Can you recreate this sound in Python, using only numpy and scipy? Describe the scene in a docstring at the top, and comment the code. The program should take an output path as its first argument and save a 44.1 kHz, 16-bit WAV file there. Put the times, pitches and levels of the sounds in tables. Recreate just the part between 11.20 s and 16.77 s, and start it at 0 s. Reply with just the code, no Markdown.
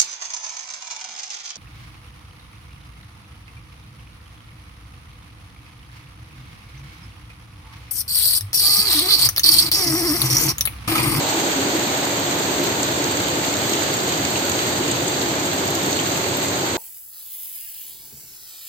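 """Heavy rain on a street with trees

Heard from a sheltered spot beside the branches. Countless far drops merge into a wash over the street's
rumble; nearer ones patter on leaves and hanging seed pods, drum on a sheet roof and ring parked cars.
Close by, fat drops burst, small ones shatter on wet bark and drips plop into puddles.
Two microphone ports a hand apart hear the bass alike and the treble each on its own."""
import sys
import numpy as np
from scipy import signal
from scipy.fft import rfft, irfft, next_fast_len
from scipy.io import wavfile
from scipy.ndimage import uniform_filter1d

SR = 44100
rng = np.random.default_rng(int(sys.argv[2]) if len(sys.argv) > 2 else 0)


def wav_out(sig):
    """Save sig, one row per channel (or a flat mono array), as 16-bit PCM at SR to the path in sys.argv[1]."""
    wavfile.write(sys.argv[1], SR, np.round(np.clip(np.atleast_2d(sig).T, -1, 1) * 32767).astype(np.int16))


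N = 245637
TIME = np.arange(N) / SR
FFT_SIZE = 2 * next_fast_len(N // 2 + 4096)
BIN_HZ = np.arange(FFT_SIZE // 2 + 1) * SR / FFT_SIZE
PORT_DELAY_S = 0.00049   # travel time of sound from port to port


def from_db(db):
    """Decibels to gain."""
    return 10 ** (np.asarray(db) / 20)


def rms_one(x):
    """Scale to rms 1."""
    return x / np.sqrt(np.mean(x ** 2) + 1e-20)


def gain_per_bin(points):
    """A table of (Hz, dB) as a gain at every frequency."""
    hz, db = np.transpose(points)
    return from_db(np.interp(np.log(BIN_HZ + 1), np.log(np.sort(hz)), db))


def colour(x, points):
    """Causal (minimum-phase) filter that follows a table of (Hz, dB)."""
    cepstrum = irfft(np.log(gain_per_bin(points)))
    cepstrum[1:FFT_SIZE // 2] *= 2
    cepstrum[FFT_SIZE // 2 + 1:] = 0
    return irfft(rfft(x, FFT_SIZE) * np.exp(rfft(cepstrum)))[..., :N]


def resonance(x, hz, width_hz):
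    """Two-pole resonance with gain 1 at its peak."""
    r = np.exp(-np.pi * width_hz / SR)
    feedback = [1, -2 * r * np.cos(2 * np.pi * hz / SR), r * r]
    return signal.lfilter(np.array([1, 0, -1]) * (1 - r * r) / 2, feedback, x + 1e-18)


def drift(rate_hz):
    """Random wander of rms 1, changing about rate_hz times a second."""
    return rms_one(irfft(rfft(rng.standard_normal(FFT_SIZE)) / (1 + (BIN_HZ / rate_hz) ** 2))[:N])


def swells(rows, ramp_s):
    """A curve in dB that ramps, holds and returns to zero for each row."""
    return sum(db * np.clip(.5 + np.minimum(TIME - s, s + length - TIME) / ramp_s, 0, 1)
               for s, length, db in rows)


def impacts(per_s, spread_db):
    """Clicks at random moments: many small drops and, with some spread, a few big ones."""
    out, at = np.zeros(N), np.flatnonzero(rng.random(N) < per_s / SR)
    out[at] = from_db(spread_db * np.minimum(rng.exponential(1, N)[at], 4))
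    return out


def spray(age, decay_s):
    """Fine droplets: a dying puff of noise, separate at each port."""
    return rng.standard_normal((2, len(age))) * np.exp(-age / decay_s)


def add_burst(out, burst, s, db, pan_db):
    """Mix in a stereo burst at s seconds, levelled by its first 5 ms; pan_db is left minus right."""
    onset_rms = burst[:, :SR // 200].std(axis=1, keepdims=True)
    gain = from_db(db + np.array([[pan_db], [-pan_db]]) / 2) / onset_rms
    start = int(s * SR)
    out[:, start:start + burst.shape[1]] += gain * burst[:, :N - start]


def all_around(left_share):
    """White noise from all sides; a share from the street on the left reaches the right port late."""
    diffuse = np.sinc(2 * BIN_HZ * PORT_DELAY_S)
    from_left = np.exp(-2j * np.pi * BIN_HZ * PORT_DELAY_S * 0.57) / (1 + (BIN_HZ / 1700) ** 4)
    alike = (1 - left_share) * diffuse + left_share * from_left
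    left, own = rfft(rng.standard_normal((2, FFT_SIZE)))
    right = alike * left + np.sqrt(np.maximum(1 - abs(alike) ** 2, 0)) * own
    return irfft([left, right])[:, :N]


def wash(spectrum, left_share):
    """Far sound, merged into smooth noise; rms 1."""
    return rms_one(colour(all_around(left_share), spectrum))


def street_rumble():
    """The low rumble of the street, swelling slowly."""
    # The swell. Each row: time in seconds, level in dB.
    levels = [(0, -37), (1.7, -33), (2.5, -34), (3.3, -33), (3.7, -32), (4.6, -32.5), (5.57, -34.5)]
    # The rumble's spectrum. Each row: frequency in Hz, relative density in dB.
    spectrum = [(20, -36), (42, -38), (62, -10), (92, 4.5), (130, 5.5), (175, 4.5), (210, 1), (400, -9.5),
                (1000, -47.5)]
    level_db = np.interp(TIME, *np.transpose(levels))
    return from_db(level_db) * wash(spectrum, left_share=.02)


def sheet_roof(per_s, spread_db, stereo_width):
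    """Dense rain keeps the sheet's low modes ringing; heavier drips knock on it and runoff gushes."""
    # The sheet's modes; the higher ones gain as the listener turns.
    # Each row: frequency in Hz, width in Hz, relative starting level in dB, change in dB per second.
    modes = [(282.7, 27, 5, -.5), (347, 30, 3, 0.54), (398.5, 43, -2, .5)]
    # Runoff onto the roof. Each row: start in seconds, length in seconds, dB against the steady drumming.
    gushes = [(.08, 0.051, -6), (.155, 0.067, 5.5), (.245, 0.037, 8.5), (.378, 0.028, 8.5),
              (.455, 0.044, 6), (.53, 0.059, 7), (1.29, .03, 2.5), (1.37, 0.13, 5.5), (1.82, 0.022, 5),
              (2.15, 0.041, 3), (2.51, .05, 4.5), (2.86, 0.04, 2), (3.58, 0.13, 4), (4.04, .04, 5),
              (4.66, 0.093, 3.5)]
    rainfall = all_around(left_share=0.32)
    # the sheet fills only a part of the view
    rainfall = stereo_width * rainfall + (1 - stereo_width) * rainfall.mean(axis=0)
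    drive = rainfall + from_db(-8) * rms_one(impacts(per_s, spread_db))
    ringing = sum((-1) ** k * from_db(db + db_per_s * TIME) * resonance(drive, hz, width_hz)
                  for k, (hz, width_hz, db, db_per_s) in enumerate(modes))
    slow_power = uniform_filter1d(np.mean(ringing ** 2, axis=0), size=SR // 8)
    steady = rms_one(ringing / np.sqrt(slow_power + 1e-12))   # chance swells evened out
    return from_db(swells(gushes, ramp_s=0.052)) * steady


def far_roar():
    """Countless far drops merge into a roar."""
    # The roar's spectrum. Each row: frequency in Hz, relative density in dB.
    spectrum = [(100, -25.5), (230, -2), (450, 1), (620, 3), (760, 0), (900, 0.5), (1000, -2.5),
                (1500, -6.5), (2300, -11), (4000, -15), (16000, -20.5)]
    return wash(spectrum, left_share=0.15)


def parked_cars(per_s, spread_db, width_hz):
    """Drops patter on the parked cars, whose panels each give a short hollow ring."""
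    # Each entry: a panel's pitch in Hz.
    panels_hz = [740, 836, 915]
    rainfall = all_around(left_share=0.4)
    return rms_one(sum(resonance(rainfall + rms_one(impacts(per_s, spread_db)), hz, width_hz)
                       for hz in panels_hz))


def far_hiss():
    """The hiss of far drops, louder at first while the open street is in view."""
    # The hiss's spectrum. Each row: frequency in Hz, relative density in dB.
    spectrum = [(500, -23.5), (1500, -1.5), (2750, -5.5), (3150, -2.5), (4700, -1.5), (8000, -7),
                (16000, -4)]
    open_street_db = 1.5 * np.exp(-TIME / 0.33)
    return from_db(open_street_db) * wash(spectrum, left_share=0.59)


def leaf_patter(per_s, spread_db, spray_s, spray_db, pan_db, count=18):
    """Drops hit leaves all around: each has its place and pitch, and gives a tick and a short spray."""
    # The patter's tone. Each row: frequency in Hz, relative gain in dB.
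    tone = [(400, -20), (1500, 5.5), (3500, -3), (7000, -0.5), (16000, 5)]
    out, age = np.zeros((2, N)), TIME[:SR // 40]
    for k, hz in enumerate(np.geomspace(2800, 14500, count)):
        hits = impacts(per_s / count, spread_db)
        strike = from_db(spray_db) * spray(age, spray_s)
        place = (-1) ** k * rng.random()
        for side, sign in enumerate((1, -1)):
            tick_at = int((1 - sign * place) * PORT_DELAY_S * SR / 2)   # the nearer port hears it first
            strike[side, tick_at] += 1
            leaf = rms_one(resonance(strike[side], hz, .5 * hz))
            out[side] += from_db(sign * place * pan_db) * signal.oaconvolve(hits, leaf)[:N]
    return rms_one(colour(out, tone))


def seed_pods(per_s, centre_hz, width_hz, spray_s, count=8):
    """Drops tap on hanging pods, each with its own pitch: duller and more separate than the leaves."""
    # Shed water hits the pods. 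Each row: start in seconds, length in seconds, dB over the steady spatter.
    spatters = [(2.03, .09, 9), (2.48, .14, 6), (2.88, 0.074, 6), (3.15, 0.13, 7), (3.68, 0.14, 6),
                (4.74, 0.053, 12.5)]
    out, age = np.zeros((2, N)), TIME[:SR // 40]
    for hz in centre_hz * 2 ** np.linspace(-.3, .3, count):
        tap = rms_one(resonance(spray(age, spray_s), hz, width_hz))
        hits = impacts(per_s / count, spread_db=0)
        out += signal.oaconvolve(hits[None], tap, axes=1)[:, :N]
    return from_db(swells(spatters, ramp_s=0.032)) * rms_one(out)


def puddle_plops(small_db, cycles, rise, splash_db, splash_s, count=260):
    """Each drip splashes and traps a bubble that rings and rises in pitch; small ones fall at random."""
    # The clearest drips. Each row: start in seconds, bubble level in dB, starting pitch in Hz.
    plops = [(1.504, -30, 2120), (3.156, -27, 2630), (4.79, -21, 2990)]
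    small = [(u * TIME[-1], small_db - 9 * v - 5 * w, 650 * 5 ** w) for u, v, w in rng.random((count, 3))]
    out, age = np.zeros((2, N)), TIME[:SR // 16]
    for s, db, hz in plops + small:
        turns = hz * age
        envelope = np.exp(-turns / cycles) * (1 - np.exp(-turns))
        bubble = envelope * np.sin(2 * np.pi * turns * (1 + rise * turns / cycles))
        splash = resonance(spray(age, splash_s), hz, width_hz=940)
        plop = from_db(db) * (bubble + from_db(splash_db) * splash / np.abs(splash).max())
        for side, lag_s in enumerate(rng.random(2) * PORT_DELAY_S):
            start = min(int((s + lag_s) * SR), N)
            out[side, start:start + len(age)] += plop[side, :N - start]
    return out


def fat_drops(width_hz, grain_db, splat_hz, spray_hz, count=14):
    """A fat drop strikes, rebounds and bursts into droplets: a bright ring, a dull splat, a fine spray."""
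    # The loudest drops close by. Each row: start in seconds, level in dB, ring in Hz, left minus right
    # in dB, then the relative levels in dB of the droplet tail, the fine spray and the dull splat.
    splashes = [(.069, -26, 4570, -6, -10, -12, -14), (1.6308, -18, 6600, 1.5, -11, -5, -24),
                (1.8417, -20, 5900, 1, -7, -7, -17), (2.3387, -24, 5900, -5, -4, -7, -17),
                (2.3685, -25, 6300, -7, -12, -14, -15), (2.4955, -21, 7500, -8, -5, 4, -15),
                (2.533, -21.5, 5800, -2, -8, -12, -4), (2.5366, -21, 5800, 5, -2, -4, 2),
                (2.546, -27, 2500, -3, -4, -8, -11), (2.74, -23, 7000, 1, -10, -1, -19),
                (2.875, -25, 7200, 2, -12, -12, -20), (2.922, -25, 6600, -7, -9, -15, -11),
                (3.05, -19.3, 6300, -5, -5, -8, 1), (3.296, -16.5, 7000, -1, -14, 1, 0),
                (3.317, -23, 6700, -5, -9, -14, -20), (3.3908, -20.5, 3400, -1, -6, -8, -1),
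                (3.713, -19, 7700, 2, -4, -10, -26), (3.879, -23.5, 7600, 11, -1, -17, -23),
                (4.0153, -21.3, 4200, -4, -12, -2, -8), (4.5518, -21, 6800, -1, -4, -8, -22),
                (4.729, -19.8, 6200, -6, -4, -14, -24), (4.799, -26, 6900, -6, -4, -12, -17),
                (4.9735, -23.5, 6600, 0, -8, -3, -20)]
    # smaller ones fall at random
    small = [(u * TIME[-1], -23.5 - 4 * v, 7360 * 2 ** (.5 * (w - .5)), 6 * (2 * p - 1), -7, -10, -27)
             for u, v, w, p in rng.random((count, 4))]
    strike_s, rebound_s, tail_s = 0.00064, .0022, 0.0076
    out, age = np.zeros((2, N)), TIME[:SR // 25]
    for s, db, hz, pan_db, tail_db, spray_db, splat_db in splashes + small:
        since_rebound = age - rebound_s * (.5 + rng.random())
        rebound = from_db(-6) * (since_rebound > 0) * np.exp(-abs(since_rebound) / strike_s)
        envelope = np.exp(-age / strike_s) + rebound + from_db(tail_db) * np.exp(-age / tail_s)
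        droplets = rng.standard_normal((2, len(age))) * envelope
        droplets *= from_db(grain_db * rng.standard_normal(len(age)))
        ring = resonance(droplets, hz, width_hz)
        splat = from_db(splat_db) * resonance(droplets, splat_hz, splat_hz)
        fine_spray = from_db(spray_db) * resonance(droplets, spray_hz, .5 * spray_hz)
        add_burst(out, ring + splat + fine_spray, s, db, pan_db)
    return out


def bark_ticks(hz, width_hz, decay_s):
    """Small drops shatter on the wet bark into fine spray: thin, very bright ticks."""
    # Drops on the nearest branch. Each row: start in seconds, level in dB, left minus right in dB.
    ticks = [(.994, -25, -13), (1.683, -24, -3), (1.9695, -24, -5), (2.082, -23, -7), (2.466, -24, -6),
             (2.5175, -24, -5), (2.8475, -27, -8), (4.2516, -24, -3), (4.454, -22, 4), (4.503, -21, -8),
             (4.547, -22, -4), (4.707, -19.5, -4), (4.871, -24, -12), (5.17, -18, 0)]
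    out, age = np.zeros((2, N)), TIME[:SR // 25]
    for s, db, pan_db in ticks:
        add_burst(out, resonance(spray(age, decay_s), hz, width_hz), s, db, pan_db)
    return out


def scene():
    """Street, roof, cars, easing far rain and near drops, as they reach the shelter."""
    # The branches shed water. Each row: start in seconds, length in seconds, dB over the steady rain.
    showers = [(2.4, 0.3, 1), (2.9, 0.7, 0.65), (4.5, 0.53, 0.5)]
    # The rain is brighter on the right. Each row: frequency in Hz, left minus right in dB.
    balance = [(300, 0.5), (800, 0), (1500, -2.5), (3600, -3.5), (5200, -2), (6600, -1), (7400, 1.5),
               (8100, 1.5), (12000, -2), (15000, -3.5)]
    shower_db = swells(showers, ramp_s=0.048)
    flurry = drift(rate_hz=24)   # water leaves the branches in quick clumps
    street = street_rumble()
    roof = from_db(-30) * sheet_roof(per_s=70, spread_db=0.5, stereo_width=0.79)
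    roar = from_db(-25.5 - 0.04 * TIME) * far_roar()
    # the cars fade as the listener turns away
    cars = from_db(-32.5 - 6 * TIME) * parked_cars(per_s=60, spread_db=1, width_hz=71)
    hiss = from_db(-22.5 - 0.51 * TIME + shower_db + 0.29 * flurry) * far_hiss()
    leaves = leaf_patter(per_s=1200, spread_db=3, spray_s=0.0061, spray_db=-12.5, pan_db=-1)
    leaves *= from_db(-27.5 + shower_db + 1.34 * flurry)
    near = fat_drops(width_hz=2200, grain_db=3, splat_hz=3000, spray_hz=13400)
    near += bark_ticks(hz=13400, width_hz=4700, decay_s=0.0056)
    near += puddle_plops(small_db=-32.5, cycles=18, rise=0.02, splash_db=6.5, splash_s=0.014)
    pods = from_db(-41) * seed_pods(per_s=260, centre_hz=3810, width_hz=930, spray_s=0.0027)
    lean = np.sqrt(gain_per_bin(balance))
    rain = irfft(rfft(roar + hiss + leaves + pods, FFT_SIZE) * [lean, 1 / lean])[:, :N]
    return street + roof + cars + rain + near


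def record(dry):
    """The treble is uneven, with a shallow dip and a deep gap, and the top is cut steeply."""
    # The treble's shape. Each row: frequency in Hz, gain in dB.
    treble = [(4720, 0.5), (4790, -7), (6060, -4.5), (6140, 2), (6820, 3.5), (6920, 0.5), (7620, 4.5),
              (7690, -0.5), (8480, -1), (8780, -35.5), (11430, -105), (11620, -9), (12850, -10.5),
              (12980, -7.5), (15500, -10)]
    cutoff_hz = 15480
    low_pass = signal.ellip(12, .1, 80, cutoff_hz, fs=SR, output="sos")
    return signal.sosfilt(low_pass, colour(dry, treble))


dry = scene()
out = record(dry)
wav_out(out)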